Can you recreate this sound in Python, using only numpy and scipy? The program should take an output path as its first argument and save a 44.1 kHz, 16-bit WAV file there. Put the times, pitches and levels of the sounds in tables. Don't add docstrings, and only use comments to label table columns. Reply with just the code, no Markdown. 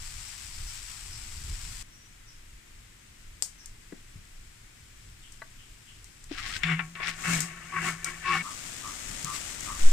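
import sys
import numpy as np
from scipy import signal
from scipy.fft import rfft, irfft, next_fast_len
from scipy.io import wavfile

SR = 44100
rng = np.random.default_rng(int(sys.argv[2]) if len(sys.argv) > 2 else 0)


def write(x):
    x = np.atleast_2d(x).T
    wavfile.write(sys.argv[1], SR, np.round(np.clip(x, -1, 1) * 32767).astype(np.int16))


N = 437472
TIME = np.arange(N) / SR
AGE = np.arange(SR // 2) / SR
CUT_FAR, CUT_CLOSE = 1.827, 8.425
DIP_IN, ON_STEEL, CIRCLING = 6.29, 6.634, 6.95
TOP_HZ = 15500


def amp(db):
    return np.exp(np.asarray(db) * (np.log(10) / 20))


def unit(x):
    return x / np.sqrt(np.mean(x ** 2) + 1e-20)


def along(points, hz):
    f, v = np.transpose(points)
    return np.interp(np.log(hz + 1), np.log(f + 1), v)


def wobble(rate):
    knots = rng.standard_normal(4096)
    return np.interp(TIME * rate, np.arange(8 * 4096) / 8, signal.resample(knots, 8 * 4096))


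def fade(t60):
    return amp(-60 * AGE / t60)


def after(s):
    return np.clip((TIME - s) / .004 + .5, 0, 1)


def bell(s, half, db):
    return amp(db) * np.exp(-.5 * np.abs((TIME - s) / half) ** 1.5)


def stroke(s, hold, attack, release, db):
    rising = (s - TIME) / attack
    falling = (TIME - s - hold) / release
    return amp(db - 20 * np.maximum(0, np.maximum(rising, falling)))


def together(levels):
    return np.sqrt(sum(level ** 2 for level in levels))


def add(track, s, sound):
    part = track[..., round(s * SR):][..., :sound.shape[-1]]
    part += sound[..., :part.shape[-1]]


def filtered(x, response):
    n = x.shape[-1]
    m = next_fast_len(n + 4096)
    return irfft(rfft(x, m) * response(np.fft.rfftfreq(m, 1 / SR)), m)[..., :n]


# frequency in Hz, left-right likeness from 0 to 1.
COHERENCE = [(100, 1), (300, 0.28), (1100, 0.31), (2500, 0.17), (8000, 0.13), (14000, 0.11)]


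def spread(pair, spectrum, left, lead=0):
    n = pair.shape[-1]
    m = next_fast_len(n + 4096)
    hz = np.fft.rfftfreq(m, 1 / SR)
    turn = np.arccos(np.clip(along(COHERENCE, hz), 0, 1)) / 2
    coloured = rfft(pair.astype(np.float32), m) * amp(along(spectrum, hz))
    mid, side = coloured * [np.cos(turn), np.sin(turn)]
    lean = amp(along(left, hz) / 2)
    early = np.exp(2j * np.pi * lead * hz)
    sides = np.array([(mid + side) * lean * early, (mid - side) / lean], np.complex64)
    out = irfft(sides, m)[:, :n]
    return out / np.std(out.mean(0))


def noise(size):
    return rng.standard_normal((2, size))


def grains(rate, scatter_db, size=N):
    hit = np.flatnonzero(rng.random(size) < rate / SR)
    out = np.zeros((2, size))
    uneven = amp(scatter_db * np.clip(rng.standard_normal(len(hit)), -2, 2))
    out[:, hit] = uneven * noise(len(hit))
    return unit(out)


def echo(x, t60s):
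    hz, t, z = signal.stft(noise(SR // 2), SR, nperseg=256)
    decay = amp(-60 * t / along(t60s, hz)[:, None])
    tail = signal.istft(z * decay, SR, nperseg=256)[1]
    tail = np.float32(tail / np.linalg.norm(tail[0]))
    return signal.fftconvolve(np.float32(np.atleast_2d(x)), tail, axes=1)[:, :N]


# frequency in Hz, relative level in dB per Hz.
HUSH_SPECTRUM = [(59, -43.5), (100, -5), (126, -7), (156, -13.5), (238, -15), (355, -18.5), (386, -21.5),
                 (560, -25), (791, -24.5), (2180, -17), (4560, -25), (7730, -25), (15500, -36)]
RUMBLE_SPECTRUM = [(8.8, -59), (15, 5.5), (56, -7), (102, -11.5), (200, -29), (450, -37), (580, -100),
                   (990, -120)]
# frequency in Hz, left minus right in dB.
HUSH_LEAN = [(100, -2), (700, 4.5), (2400, 3.5), (4500, 2.5), (8000, 12), (12000, -3)]
# centre in seconds, half width in seconds, level in dB before the flutter.
SURGES = [(1.5, .045, -32), (6.5, .1, -45), (9.88, .13, -42)]
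# centre in seconds, half length in seconds, peak in dB.
GUST = (9.872, .028, -8)
DRAUGHT_NEAR_DB, DRAUGHT_FAR_DB = -45, -54
LEFT_LEAD_S = .00059


def open_air():
    hush = amp(-58.3) * spread(noise(N), HUSH_SPECTRUM, HUSH_LEAN, LEFT_LEAD_S)
    steady = amp(np.where(TIME < CUT_FAR, DRAUGHT_NEAR_DB, DRAUGHT_FAR_DB))
    draught = together([steady] + [bell(*surge) for surge in SURGES])
    rumble = draught * amp(2.6 * wobble(11)) * spread(noise(N), RUMBLE_SPECTRUM, [(100, 0)])
    s, half, db = GUST
    u = (TIME - s) / half
    puff = -amp(db) * (1 - u * np.maximum(u, 0)) * np.exp(-u * u / 2)
    return hush + rumble + puff


def heating(stage, start, end):
    db, db_per_s = stage
    return amp(db + db_per_s * (TIME - start)) * (after(start) - after(end))


def fizz(crackle_db):
    return grains(rate=9000, scatter_db=-1.5) + amp(crackle_db) * grains(rate=260, scatter_db=6)


# frequency in Hz, relative level in dB per Hz.
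OIL_SPECTRUM = [(400, -43), (650, -14.5), (1200, -5), (2200, -2.5), (3800, -4), (5200, 0), (6500, -4.5),
                (7800, 2.5), (9200, -7), (11500, -12.5), (15000, -16)]
SYRUP_SPECTRUM = [(260, 0), (450, -8.5), (903, -7.5), (1230, -3.5), (1710, -3.5), (2070, -2), (2290, -4),
                  (4400, -7), (7730, -1.5), (11500, -16.5), (14600, -16.5), (15500, -21)]
# frequency in Hz, left minus right in dB.
PAN_LEAN = [(100, 5.5), (350, 4.5), (750, 10.5), (1250, 3), (2400, 9.5), (4500, 7), (8100, 12), (15000, -3)]
# level at its start in dB, growth in dB per second.
OIL_NEAR = (-46, .2)
OIL_FAR = (-67.5, 1.4)
SIMMER = (-60, 4.5)
BOILING = (-43.5, 2.6)
# start in seconds, hold in seconds, release in seconds per 20 dB,
# then relative levels in dB of swish, scrape, sizzle and boom, and scrape brightness in Hz.
STROKES = [(6.325, .025, .06, -47, -56, -60, -70, 2500), (6.381, .014, .06, -41, -46, -49, -70, 2800),
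           (6.438, .07, .05, -41.5, -48, -45, -70, 2500), (6.54, .03, .025, -38, -58, -43, -70, 3500),
           (6.648, .03, .08, -51, -37, -56, -32, 4500), (6.695, .028, .085, -49, -30, -53, -30.5, 3600),
           (7.035, .025, .06, -48, -38, -55, -51, 2700), (7.078, .012, .055, -34.5, -42, -40, -49, 3500),
           (7.26, .085, .14, -47, -33.5, -32.5, -32.5, 3000), (7.745, .06, .06, -58, -35.5, -50, -41, 2100),
           (7.835, .05, .07, -49, -32.5, -37.5, -40.5, 2700), (8.065, .035, .05, -55, -41, -47, -52, 2800),
           (8.277, .1, .075, -42, -31.5, -43.5, -41, 3000)]
# start in seconds, relative plop level in dB, body frequency in Hz,
# t60 in seconds, hiss level in dB before the flicker.
SLICES = [(9.099, -40, 145, 0.17, -56), (9.24, -37, 148, 0.29, -37), (9.4, -47, 140, 0.12, -46)]
WASH_AT, WASH_LAG_S, WASH_SHARE = .8, .003, .55
HISS_LAG_S, HISS_S = .12, .022


def frying():
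    oil = spread(fizz(crackle_db=-18.5), OIL_SPECTRUM, PAN_LEAN) * amp(.5 * wobble(5))
    syrup = spread(fizz(crackle_db=-17.5), SYRUP_SPECTRUM, PAN_LEAN, LEFT_LEAD_S)
    calm = heating(OIL_NEAR, 0, CUT_FAR) + heating(OIL_FAR, CUT_FAR, DIP_IN)
    washes = []
    for s, hold, release, _, _, db, _, _ in STROKES:
        half = WASH_SHARE * np.sqrt(hold * release)
        washes.append(bell(s + hold * WASH_AT + WASH_LAG_S, half, db))
    hiss = sum(bell(s + HISS_LAG_S, HISS_S, db) for s, _, _, _, db in SLICES)
    boil = [heating(SIMMER, DIP_IN, CUT_CLOSE), heating(BOILING, CUT_CLOSE, N / SR)]
    wild = together(boil + washes)
    return (oil * (calm + hiss) + syrup * wild) * amp(0.66 * wobble(14))


# start in seconds, length in seconds, start pitch in Hz, end pitch in Hz,
# relative level in dB.
CHIRPS = [(0.245, .04, 6000, 5200, -48), (0.51, .04, 5500, 4500, -47), (0.655, .04, 5900, 5000, -45),
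          (1.105, 0.04, 5900, 4900, -44), (1.865, 0.22, 5710, 5850, -59.5), (2.254, 0.053, 6050, 5130, -53),
          (3.57, 0.049, 6140, 5170, -52), (5.213, 0.036, 3540, 2720, -53), (5.575, .03, 3400, 2700, -54),
          (5.86, .03, 3400, 2700, -52)]
# start in seconds, relative level in dB.
TRILLS = [(8.432, -32.5), (8.826, -33.5), (9.253, -30), (9.663, -31)]


def birds():
    small, barbet = np.zeros(N), np.zeros(N)
    for s, length, start_hz, end_hz, db in CHIRPS:
        u = np.clip(AGE / length, 0, 1)
        pitch = end_hz + (start_hz - end_hz) * (1 - u)
        depth = 0.18 * np.sqrt(abs(1 - end_hz / start_hz))
        buzz = 1 + depth * np.sin(2 * np.pi * 170 * AGE)
        tone = np.sin(2 * np.pi * np.cumsum(pitch * buzz) / SR)
        add(small, s, amp(db + 3.5) * np.sin(np.pi * u) * tone)
    trill_hz, note_hz = 110, 1175
    for s, db in TRILLS:
        swell = np.interp(AGE, [0, .028, .065, .12], [0.1, 0.95, 0.55, 0])
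        beat = np.cos(2 * np.pi * trill_hz * AGE)
        pulses = 1 - 0.85 * beat
        waver = 1.1 * wobble(75.5)[:len(AGE)] + .6 * beat
        add(barbet, s, amp(db - 4.0) * swell * pulses * np.sin(2 * np.pi * note_hz * AGE + waver))
    chirps = echo(small, [(3000, 0.55), (6000, 0.32)]) * amp([[1.5], [-1.5]])
    trills = barbet + amp(-2) * echo(barbet, [(1000, 0.16)])
    return chirps + trills * amp([[2.8], [-3.5]])


# start in seconds, relative level in dB,
# body frequency in Hz, t60 in seconds.
BUMPS = [(1.368, -37, 78, .12), (2.818, -45, 105, .07), (3.923, -33, 310, .05), (3.928, -37, 230, .06),
         (4.157, -37, 100, .1), (6.086, -42, 112, .09), (6.311, -23, 300, .045), (6.56, -35, 95, .1)]


def thumps():
    out = np.zeros((2, N))
    for s, db, hz, t60, *_ in BUMPS + SLICES:
        body = [(hz / 3, -30), (hz, 0), (hz * 1.5, -6), (hz * 4, -27), (hz * 10, -60)]
        lean = amp(np.array([[.5], [-.5]]) * along(PAN_LEAN, hz))
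        swing = np.sin(2 * np.pi * hz * AGE) * lean
        puff = 0.35 * spread(noise(len(AGE)), body, PAN_LEAN)
        soft_onset = 1 - fade(0.011)
        add(out, s, amp(db) * fade(t60) * soft_onset * (swing + puff))
    return out


# start in seconds, relative level in dB, spray in dB against the pop.
POPS = [(3.4235, -14, -12), (3.659, -30, -17), (5.322, -39, -9.5), (6.0435, -37.5, -14), (6.241, -37, -20),
        (7.405, -16.5, -9), (8.0452, -17, -15), (9.229, -25, -21), (9.246, -18.5, -28), (9.607, -25, -26),
        (9.750, -32, -17)]
# frequency in Hz, relative level in dB per Hz.
SPIT_SPECTRUM = [(200, -24), (1000, -13), (3200, -14), (4800, 3), (6000, 4), (8200, 7.5), (10500, -5.5),
                 (15000, -13)]


def spitting():
    out = np.zeros((2, N))
    for s, db, spray_db in POPS:
        shape = fade(0.011) + amp(spray_db) * fade(0.21)
        add(out, s, amp(db - 6.5) * shape * spread(noise(len(AGE)), SPIT_SPECTRUM, PAN_LEAN))
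    return out


# start in seconds, relative level in dB.
CLONKS = [(3.9228, -47), (5.4190, -35.5), (5.4235, -43)]
# frequency in Hz, level in dB before a random change at each clonk.
BOTTLE_MODES = [(665, -5), (927, -7), (1150, -3), (1530, 0), (1680, 0), (1950, 1), (4050, -15)]
BOTTLE_T60 = .034


def clonking():
    out = np.zeros((2, N))
    for s, db in CLONKS:
        ring = np.zeros(len(AGE))
        for hz, level in BOTTLE_MODES:
            ring += amp(level + 1.5 * rng.standard_normal()) * np.sin(2 * np.pi * hz * AGE)
        soft_onset = 1 - fade(.003)
        add(out, s, amp(db) * ring * fade(BOTTLE_T60) * soft_onset * amp([[2.5], [-3]]))
    return out


def bubbles(centre_hz, cycles, rise, count):
    out, t = np.zeros(N), AGE[:SR // 20]
    times = rng.uniform(DIP_IN, CUT_CLOSE, count)
    for when, (size, strength) in zip(times, rng.standard_normal((count, 2))):
        hz = centre_hz * np.exp(.23 * np.clip(size, -2, 2))
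        life = t * hz / cycles
        envelope = np.sqrt(life) * np.exp(-life)
        tone = np.sin(2 * np.pi * hz * t * (1 + rise * life))
        add(out, when, amp(1.6 * min(strength, 2)) * envelope * tone)
    return out / np.std(out[out != 0])


# frequency in Hz, relative level in dB per Hz.
SWISH_SPECTRUM = [(700, -24), (1400, -1), (2000, 4), (3600, 1), (5500, -2), (9000, -34)]
PRESS_S = .055
LIGHT_TOUCH_DB = -48.5
GURGLE_DB = -6


def swishing():
    swish = spread(grains(rate=2500, scatter_db=3), SWISH_SPECTRUM, PAN_LEAN)
    gurgle = bubbles(centre_hz=1700, cycles=12, rise=.008, count=330) * amp([[3], [-4.5]])
    speed = together([stroke(s, hold, PRESS_S, release, db) for s, hold, release, db, *_ in STROKES])
    presses = [stroke(s, hold, PRESS_S, release, db) for s, hold, release, _, db, *_ in STROKES]
    churn = together([speed, amp(LIGHT_TOUCH_DB) * after(CIRCLING)] + presses)
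    return (speed * swish + amp(GURGLE_DB) * churn * gurgle) * amp(1.4 * wobble(45)) * after(DIP_IN)


# frequency in Hz, level in dB before lean and chance, t60 in seconds.
WOK_MODES = [(168, -30, .4), (357, -15, .35), (745, -14, .2), (790, -17, .15), (1106, -5, .25),
             (1266, -8, .17), (1360, -4, .15), (1600, -9, .12), (1777, 0, .16), (1895, -3, .13),
             (2100, -6, .1), (2228, 1, .2), (2326, -5, .17), (2630, -4, .17), (2768, -4, .15),
             (2866, -10, .2), (3510, -9, .1)]
# frequency in Hz, relative level in dB per Hz.
PLATE_SPECTRUM = [(150, -8), (300, -12), (520, -20), (780, -11), (1000, -10), (1300, -3), (1900, 3),
                  (2800, 1), (3400, -7), (5000, -17), (9000, -42.5)]


def wok_ring(plate_db, plate_t60):
    hz, db, t60 = np.transpose(WOK_MODES)[:, :, None]
    chance = rng.standard_normal((4, len(WOK_MODES), 1))
    t = AGE[:SR // 4].astype(np.float32)
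    offset = np.pi * chance[0] + 0.33 * chance[1:3]
    decay = np.exp(np.float32(-np.log(1000) / t60) * t)
    waves = np.sin(np.float32(2 * np.pi * hz) * t + np.float32(offset)) * decay
    lean_db = np.array([.5, -.5])[:, None, None] * along(PAN_LEAN, hz)
    strength = amp(lean_db + db + chance[3])
    bed = amp(plate_db) * fade(plate_t60)[:len(t)] * spread(noise(len(t)), PLATE_SPECTRUM, PAN_LEAN)
    ring = (np.float32(strength) * waves).sum(1) + bed
    return ring / np.std(ring.mean(0)[:512])


# frequency in Hz, relative level in dB, t60 in seconds.
WOOD_MODES = [(3520, 3, .03), (5340, -4, .014), (7120, -3, .012)]


def wood_ring():
    clack = sum(amp(db) * fade(t60) * np.sin(2 * np.pi * hz * AGE) for hz, db, t60 in WOOD_MODES)
    return clack[:SR // 4] * amp([[3], [-4.5]])


# start in seconds, relative level in dB, contact brightness in Hz.
KNOCKS = [(6.6339, -22.5, 9300), (6.639, -27, 7040), (6.7925, -22, 2100), (6.800, -29, 2000),
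          (6.953, -41, 9000), (7.0027, -27.5, 1600), (7.029, -32, 3000), (7.081, -30, 3040),
          (8.351, -24.5, 1190)]


def knocking():
    out = np.zeros((2, N))
    for s, db, bright_hz in KNOCKS:
        top_hz = min(bright_hz, SR / 3)
        contact = signal.butter(2, [top_hz / 7, top_hz], "band", fs=SR)
        ring = wok_ring(plate_db=15.5, plate_t60=0.063) + amp(-3) * wood_ring()
        add(out, s, amp(db - 3.5) * signal.lfilter(*contact, ring))
    return out


def slipping(ring, top_hz, size):
    slips = grains(rate=1100, scatter_db=2.5, size=size)[:1]
    rub = signal.fftconvolve(slips, ring, axes=1)[:, :size]
    rub = filtered(rub, lambda hz: 1 / np.sqrt(1 + (hz / top_hz) ** 8))
    return rub / np.std(rub.mean(0))


def fresh_spot():
    return wok_ring(plate_db=9, plate_t60=0.08)


# hold in seconds, release in seconds per 20 dB,
# level in dB before the flicker.
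CHATTER = (.08, .07, -46)
LIGHT_TOP_HZ = 2600


def scraping():
    out = amp(LIGHT_TOUCH_DB) * after(CIRCLING) * slipping(fresh_spot(), LIGHT_TOP_HZ, size=N)
    for s, hold, release, _, db, _, _, top_hz in STROKES:
        start = s - .1
        pressure = stroke(s, hold, PRESS_S, release, db)[round(start * SR):][:len(AGE)]
        add(out, start, pressure * slipping(fresh_spot(), top_hz, size=len(AGE)))
    hold, release, db = CHATTER
    drag = stroke(ON_STEEL, hold, PRESS_S, release, db) * after(ON_STEEL)
    out += drag * slipping(wood_ring(), TOP_HZ, size=N)
    return out * amp(1.2 * wobble(110))


def mode(hz, wander, rate):
    return np.sqrt(2) * np.sin(2 * np.pi * hz * TIME + wander * wobble(rate))


# centre in seconds, half length in seconds, frequency in Hz,
# relative level in dB.
SQUEALS = [(6.715, .03, 2236, -36), (7.02, .06, 1108, -43), (7.761, .045, 1118, -33), (7.85, .03, 760, -45),
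           (7.875, .035, 1110, -35), (7.888, .025, 2215, -35), (8.075, .04, 2310, -41),
           (8.3, .055, 1104, -26.5), (8.36, .02, 775, -39), (8.362, .016, 1110, -32),
           (8.39, .035, 2228, -35)]
BOOM_AT = .3
BOOM_RISE_S, BOOM_RING_S = .04, .17
LIGHT_BOOM_DB = -57


def singing():
    presses = []
    for s, hold, _, _, _, _, db, _ in STROKES:
        presses.append(stroke(s + hold * BOOM_AT, hold, BOOM_RISE_S, BOOM_RING_S, db))
    flex = together([amp(LIGHT_BOOM_DB) * after(CIRCLING)] + presses)
    boom = flex * amp(1.6 * wobble(30)) * mode(hz=165, wander=0.7, rate=22) * after(ON_STEEL)
    grip, squeal = np.zeros(N), np.zeros(N)
    waver = .45 * wobble(55) + .25 * wobble(300)
    for s, half, hz, db in SQUEALS:
        swell = amp(db) * np.clip(1 - (AGE / half - 1) ** 2, 0, 1)
        phase = 2 * np.pi * hz * AGE + waver[round(s * SR):][:len(AGE)]
        add(grip, s - half, swell)
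        add(squeal, s - half, swell * np.sqrt(2) * np.sin(phase))
    groan = grip * amp(-20) * mode(hz=357, wander=1.2, rate=35)
    rough_squeal = squeal * amp(2.2 * wobble(150) - 1.5)
    return (boom + groan) * amp([[.7], [-.7]]) + rough_squeal * amp([[2.1], [-2.6]])


# frequency in Hz, t60 in seconds.
SHED_T60 = [(200, 0.31), (2000, 0.21), (10000, 0.06)]


def scene():
    hits = knocking() + spitting() + thumps() + clonking()
    hits = hits + amp(-15) * echo(hits, SHED_T60)
    stirring = (scraping() + swishing() + singing()) * (1 - after(CUT_CLOSE))
    return frying() + hits + stirring + birds() + open_air()


def record(dry):
    return filtered(dry, lambda hz: 1 / (1 + (hz / TOP_HZ) ** 120))


dry = scene()
out = record(dry)
write(out)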